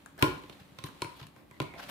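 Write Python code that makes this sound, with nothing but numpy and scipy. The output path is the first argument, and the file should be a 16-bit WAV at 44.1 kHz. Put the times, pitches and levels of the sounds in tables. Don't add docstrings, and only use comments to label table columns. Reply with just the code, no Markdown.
import sys
import numpy as np
from scipy import signal
from scipy.fft import rfft, irfft, next_fast_len
from scipy.io import wavfile

SR = 44100
rng = np.random.default_rng(int(sys.argv[2]) if len(sys.argv) > 2 else 0)


def to_wav(s):
    ch = np.atleast_2d(s).T
    pcm = np.round(np.clip(ch, -1, 1) * 32767)
    wavfile.write(sys.argv[1], SR, pcm.astype(np.int16))


N = 83790

BURST_S = 0.007
POP_CYCLES = 5.9
SCATTER_DB, SCATTER_T60_S = 12, 0.023
TICK_T60_S = 0.016
DIRECT_TICK_DB, DIRECT_T60_S = 0, 0.0047
BASE_TOP_HZ = 700
MODE_SCATTER_DB, MODE_SCATTER_RAD = 5.5, 0.84
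BOWL_RISE_S, THUMP_RISE_S, PRESS_RISE_S = 0.00069, 0.009, 0.0067
WALL_ECHO_DB, WALL_ECHO_SPAN_S = -20.5, (0.006, 0.036)
BUBBLES_PER_S, BUBBLE_CYCLES, BUBBLE_SPREAD = 1500, 12.8, 0.09
GRAINS_PER_S, GRAIN_SPREAD_DB = 4000, -1
SQUEAK_WIDTH_HZ, SQUEAK_EDGE_S = 125, 0.0078
HUSH_DB = -69.5
ROOM_DB, ROOM_RISE_S = -4.5, 0.0034
LOW_CUT_HZ, TOP_HZ = 46, 15500

# f/Hz, likeness (1 = the same in both ears)
ALIKE = [(100, 0.83), (250, 0.73), (500, 0.45), (1000, 0.2), (4000, 0.13), (10000, 0.12)]


def pops():
    # t/s, pop pitch f/Hz, pop level/dB, treble tick level/dB, tick roll-off f/Hz,
    # wall ring level/dB, base knock level/dB, counter thump level/dB, left-right level/dB
    pockets = [(0.0606, 1490, -47, -55, 15500, -72, -73, -89, 2.5),
               (.1795, 1670, -52.5, -62, 15000, -71, -56, -77, -1),
               (0.2248, 2850, -20.5, -30.5, 14900, -18.5, -19.5, -21.5, 0.5),
               (0.2385, 3500, -37, -58, 10000, -63, -24.5, -35, 2.5),
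               (.437, 3000, -54, -68, 9000, -53.5, -49, -52.5, 0),
               (0.4968, 2930, -47, -62, 11000, -57.5, -50, -49, -1.5),
               (0.787, 3340, -43.5, -56.5, 9000, -49, -54, -46, -4),
               (0.8393, 3600, -40.5, -48, 10000, -44, -43, -36, 1.5),
               (.886, 1470, -52.5, -63, 10000, -55, -56, -51, -6.5),
               (1.0197, 3710, -35, -41, 8540, -31, -35, -41.5, 1),
               (1.0454, 2440, -44.5, -57, 9000, -48.5, -43, -41.5, 1.5),
               (1.214, 3300, -53, -67, 9000, -56, -57, -43, 1),
               (1.229, 3460, -54, -77, 9010, -54.5, -62, -46.5, -2),
               (1.2686, 3160, -54.5, -59, 13900, -83, -63, -54, 1),
               (1.363, 2080, -59, -71, 7000, -60, -58.5, -60, 4),
               (1.5113, 1970, -54, -65.5, 10100, -56, -56.5, -55.5, -2),
               (1.6015, 3020, -33, -48.5, 5240, -34, -30, -32, 1),
               (1.617, 2800, -43.5, -55, 6000, -55, -37, -37, -5.5),
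               (1.6247, 6400, -59, -56, 15000, -47, -72, -75, 6),
               (1.738, 2330, -51, -66.5, 7950, -51.5, -52.5, -53, -1)]
    # f/Hz, level/dB
    tick_colour = [(1000, -54), (4000, -5), (6300, 1.5), (10000, 3), (13000, -3), (16000, -4)]
    # f/Hz, relative level/dB, t60/s
    bowl_modes = [(225, -16.5, 0.21), (303.6, -0.5, 0.078), (369, 1.5, 0.08), (479, -2.5, 0.05),
                  (516, -12, 0.083), (590, -1.5, 0.04), (861, -16, 0.18), (936, -3, 0.13), (1010, 3, 0.11),
                  (1062, -1.5, 0.2), (1263, -11.5, 0.065), (1420, -11, 0.13), (2254, -9, 0.1),
                  (2496, 6.5, 0.013), (3243, -14.5, 0.078)]
    # t/s, how many times faster its ring dies
    grip_curve = [(.2, 1), (1.0, 2.6), (1.6, 1.88)]
    # f/Hz, level/dB
    cavity = [(100, 3), (500, 5), (1400, 5.5), (1900, 1.5), (2400, 4), (3300, -0.5), (4300, 6),
              (5100, -0.5), (6200, 3), (9000, -20), (16000, 17)]
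    out = np.zeros((2, N))
    t = np.arange(SR // 2) / SR

    def dying_noise(t60):
        return rng.standard_normal((2, len(t))) * amp(-60 * t / t60)

    for s, hz, pop_db, tick_db, top_hz, wall_db, base_db, thump_db, pan_db in pockets:
        grip = np.interp(s, *np.transpose(grip_curve))
        modes = [(f, db, t60 / grip) for f, db, t60 in bowl_modes]
        base = [m for m in modes if m[0] < BASE_TOP_HZ]
        wall = [m for m in modes if m[0] >= BASE_TOP_HZ]

        pop = -ring(t, hz, POP_CYCLES / hz)
        echoes = signal.fftconvolve(dying_noise(SCATTER_T60_S), pop[None], axes=1)[:, :len(t)]
        pop_in_bowl = coloured(burst(pop) + amp(SCATTER_DB) * burst(echoes), cavity)
        snap = amp(pop_db) * burst(pop_in_bowl)

        wide_crack = burst(spread(dying_noise(TICK_T60_S)))
        direct_crack = amp(DIRECT_TICK_DB) * burst(dying_noise(DIRECT_T60_S)[0])
        tick = filtered(wide_crack + direct_crack,
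                        lambda f: amp(along(tick_colour, f)) / np.sqrt(1 + (f / top_hz) ** 4))

        body = amp(wall_db) * bowl(t, wall) + amp(base_db) * bowl(t, base)
        body = body + amp(thump_db) * thump(t, THUMP_RISE_S)
        sound = near_walls(snap + amp(tick_db) * burst(tick)) + body
        pan = amp([[pan_db / 2], [-pan_db / 2]])
        add(out, in_room(sound) * pan, s)
    return out


def bowl(t, modes):
    out = np.zeros((2, len(t)))
    for k, (hz, db, t60) in enumerate(modes):
        size, phase = rng.standard_normal((2, 2, 1))
        turn = MODE_SCATTER_RAD * (1 - along(ALIKE, hz)) * phase
        level = amp(db + MODE_SCATTER_DB * size - 60 * t / t60)
        out += (-1) ** k * level * np.sin(2 * np.pi * hz * t + turn)
    return burst(out * (1 - np.exp(-t / BOWL_RISE_S)))


def thump(t, rise_s):
    # f/Hz, relative level/dB, t60/s
    counter = [(117, 2.5, 0.067), (140.1, 0, 0.087)]
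    boom = -sum(amp(db) * ring(t, hz, t60) for hz, db, t60 in counter)
    return burst(boom * (1 - np.exp(-t / rise_s)))


def near_walls(x):
    out = x.copy()
    delays = rng.uniform(*WALL_ECHO_SPAN_S, 8)
    echo_gains = rng.standard_normal((8, 2, 1)) / np.sqrt(8)
    for delay, gains in zip(delays, echo_gains):
        i = max(round(delay * SR), 1)
        out[:, i:] += amp(WALL_ECHO_DB) * gains * x[:, :-i]
    return out


def squelches():
    # centre t/s, swell width (standard deviation) t/s,
    # bubble pitch f/Hz, bubble level/dB, squish level/dB, fizz level/dB
    squeezes = [(0.195, 0.0057, 725, -51.5, -49, -52), (0.22, 0.008, 1070, -40.5, -43.5, -52.5),
                (0.531, 0.0057, 3560, -57.5, -68, -68), (.602, 0.0064, 3570, -62, -55.5, -69),
                (.864, 0.0074, 3220, -52, -51, -52.5), (1.174, 0.013, 3530, -61, -72, -64),
                (1.2, 0.0072, 3440, -57.5, -52, -63), (1.233, 0.0095, 3430, -58, -56.5, -65),
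                (1.385, 0.023, 2300, -70, -65.5, -71), (1.787, 0.0077, 1430, -56, -49.5, -66),
                (1.801, 0.0067, 1450, -48.5, -46, -56.5), (1.835, 0.01, 2960, -47.5, -48, -55),
                (1.896, 0.0059, 2950, -48, -43.5, -49)]
    # f/Hz, level/dB
    squish_colour = [(100, -5), (400, -6), (700, 9), (1100, 1), (1550, 4.5), (2000, 0.5), (3200, -4),
                     (5000, -4.5), (8000, -21), (16000, -59)]
    # f/Hz, level/dB
    fizz_colour = [(500, -20), (3000, -7), (6000, -11.5), (11000, -1), (16000, -2.5)]
    t = np.arange(N) / SR
    blips, squish, fizz = np.zeros((2, N)), np.zeros(N), np.zeros(N)
    for s, width, hz, bubble_db, squish_db, fizz_db in squeezes:
        swell = np.exp(-0.5 * ((t - s) / width) ** 2)
        blips += amp(bubble_db) * swell * bubbles(hz)
        squish += amp(squish_db) * swell
        fizz += amp(fizz_db) * swell
    return spread(blips) + squish * grains(squish_colour) + fizz * grains(fizz_colour)


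def bubbles(hz):
    count = round(BUBBLES_PER_S * N / SR)
    start = rng.integers(0, N, (count, 1))
    pitch, left, right = rng.standard_normal((count, 3)).T[..., None]
    f = hz * np.exp(BUBBLE_SPREAD * pitch)
    k = np.arange(SR // 120)
    blips = ring(k / SR, f, BUBBLE_CYCLES / f)
    places = (start + k).ravel()
    ears = [np.bincount(places, (blips * size).ravel(), N)[:N] for size in (left, right)]
    return unit(np.array(ears))


def grains(spectrum):
    clicks = (rng.random((2, N)) < GRAINS_PER_S / SR) * rng.standard_normal((2, N))
    sizes = amp(GRAIN_SPREAD_DB * np.clip(rng.standard_normal(N), -2, 2))
    return unit(coloured(spread(clicks * sizes), spectrum))


def squeaks():
    # start t/s, length t/s, f/Hz, level/dB
    drags = [(0.176, 0.052, 1640, -54.5), (1.511, 0.074, 2040, -65.5), (1.627, 0.15, 2200, -57.5),
             (1.732, 0.054, 694, -54.5)]
    out, t = np.zeros((2, N)), np.arange(N) / SR
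    for s, length, hz, db in drags:
        noise = spread(rng.standard_normal((2, N)))
        tone = unit(filtered(noise, lambda f: 1 / (1 + ((f - hz) / SQUEAK_WIDTH_HZ) ** 2)))
        fade = np.clip(np.minimum(t - s, s + length - t) / SQUEAK_EDGE_S, 0, 1)
        out += amp(db) * tone * fade
    return out


def presses():
    # t/s, level/dB
    bumps = [(.137, -56), (.278, -33), (0.611, -50.5), (0.719, -53), (1.656, -46)]
    out = np.zeros((2, N))
    t = np.arange(SR // 4) / SR
    for s, db in bumps:
        add(out, amp(db) * thump(t, PRESS_RISE_S)[None], s)
    return out


def kneading():
    # t/s, wet crackle level/dB, low rubbing level/dB
    knead = [(0, -63, -61), (.15, -66.5, -62.5), (.3, -53.5, -41.5), (.44, -59, -58.5), (.56, -60.5, -60),
             (.63, -60.5, -62), (.73, -63.5, -59.5), (.8, -60, -63.5), (.9, -61, -56.5), (.99, -57.5, -64),
             (1.149, -59, -61.5), (1.3, -70, -62.5), (1.42, -68, -58), (1.48, -69.5, -62),
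             (1.56, -63.5, -60.5), (1.7, -61.5, -55), (1.9, -51, -68)]
    # f/Hz, level/dB
    crackle_colour = [(200, 6), (700, -1.5), (1500, -3), (2400, -3), (3800, -4), (5500, -14), (11000, -16),
                      (16000, -21.5)]
    # f/Hz, level/dB
    rub_colour = [(25, -36), (60, -4), (130, -5.5), (200, -5.5), (280, -4.5), (500, -15), (1200, -18),
                  (4000, -62)]
    s, *levels = np.transpose(knead)
    crackle_db, rub_db = [np.interp(np.arange(N) / SR, s, level) for level in levels]
    rub = unit(coloured(spread(rng.standard_normal((2, N))), rub_colour))
    return amp(crackle_db) * grains(crackle_colour) + amp(rub_db) * rub


def hush():
    # f/Hz, level/dB
    hush_colour = [(25, 16), (60, -18), (130, -30), (350, -23), (1000, -14), (2000, 0), (5000, -16.5),
                   (12000, -12), (16000, -7)]
    return amp(HUSH_DB) * unit(coloured(spread(rng.standard_normal((2, N))), hush_colour))


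def in_room(x):
    # f/Hz, t60/s
    room_t60 = [(100, 0.17), (300, 0.28), (1000, 0.43), (4000, 0.39), (13000, 0.28)]
    # f/Hz, level/dB
    room_colour = [(40, 3), (130, -2.5), (350, 0), (1000, -0.5), (2500, -3.5), (6000, -2), (14000, -1)]
    noise = spread(rng.standard_normal((2, SR // 2)))
    hz, t, bands = signal.stft(noise, SR, nperseg=256)
    fade = amp(-60 * t / along(room_t60, hz)[:, None])
    rise = 1 - np.exp(-t / ROOM_RISE_S)
    tail = signal.istft(bands * fade * rise, SR, nperseg=256)[1]
    tail = coloured(tail / np.linalg.norm(tail[0]), room_colour)
    return x + amp(ROOM_DB) * signal.fftconvolve(x, tail, axes=1)[:, :x.shape[1]]


def amp(db):
    return 10 ** (np.asarray(db) / 20)


def unit(x):
    return x / np.sqrt(np.mean(x ** 2) + 1e-20)


def burst(x):
    return x / np.sqrt(np.sum(x ** 2, axis=-1, keepdims=True) / (BURST_S * SR) + 1e-20)


def along(points, hz):
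    f, v = np.transpose(points)
    return np.interp(np.log(hz + 1), np.log(f + 1), v)


def filtered(x, response):
    n = x.shape[-1]
    m = next_fast_len(n + 2048, True)
    return irfft(rfft(x, m) * response(np.fft.rfftfreq(m, 1 / SR)), m)[..., :n]


def coloured(x, spectrum):
    return filtered(x, lambda hz: amp(along(spectrum, hz)))


def spread(pair):
    def mid_side_gains(hz):
        turn = np.arccos(np.clip(along(ALIKE, hz), -1, 1)) / 2
        return np.array([np.cos(turn), np.sin(turn)])

    mid, side = filtered(pair, mid_side_gains)
    return np.array([mid + side, mid - side])


def ring(t, hz, t60):
    return np.sin(2 * np.pi * hz * t) * amp(-60 * t / t60)


def add(out, x, s):
    i = max(round(s * SR), 0)
    out[:, i:i + x.shape[1]] += x[:, :max(N - i, 0)]


def scene():
    hand = squelches() + squeaks() + presses() + kneading()
    return pops() + in_room(hand) + hush()


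def record(dry):
    thin = signal.sosfilt(signal.butter(2, LOW_CUT_HZ, "high", fs=SR, output="sos"), dry)
    return filtered(thin, lambda hz: 1 / (1 + (hz / TOP_HZ) ** 90))


dry = scene()
out = record(dry)
to_wav(out)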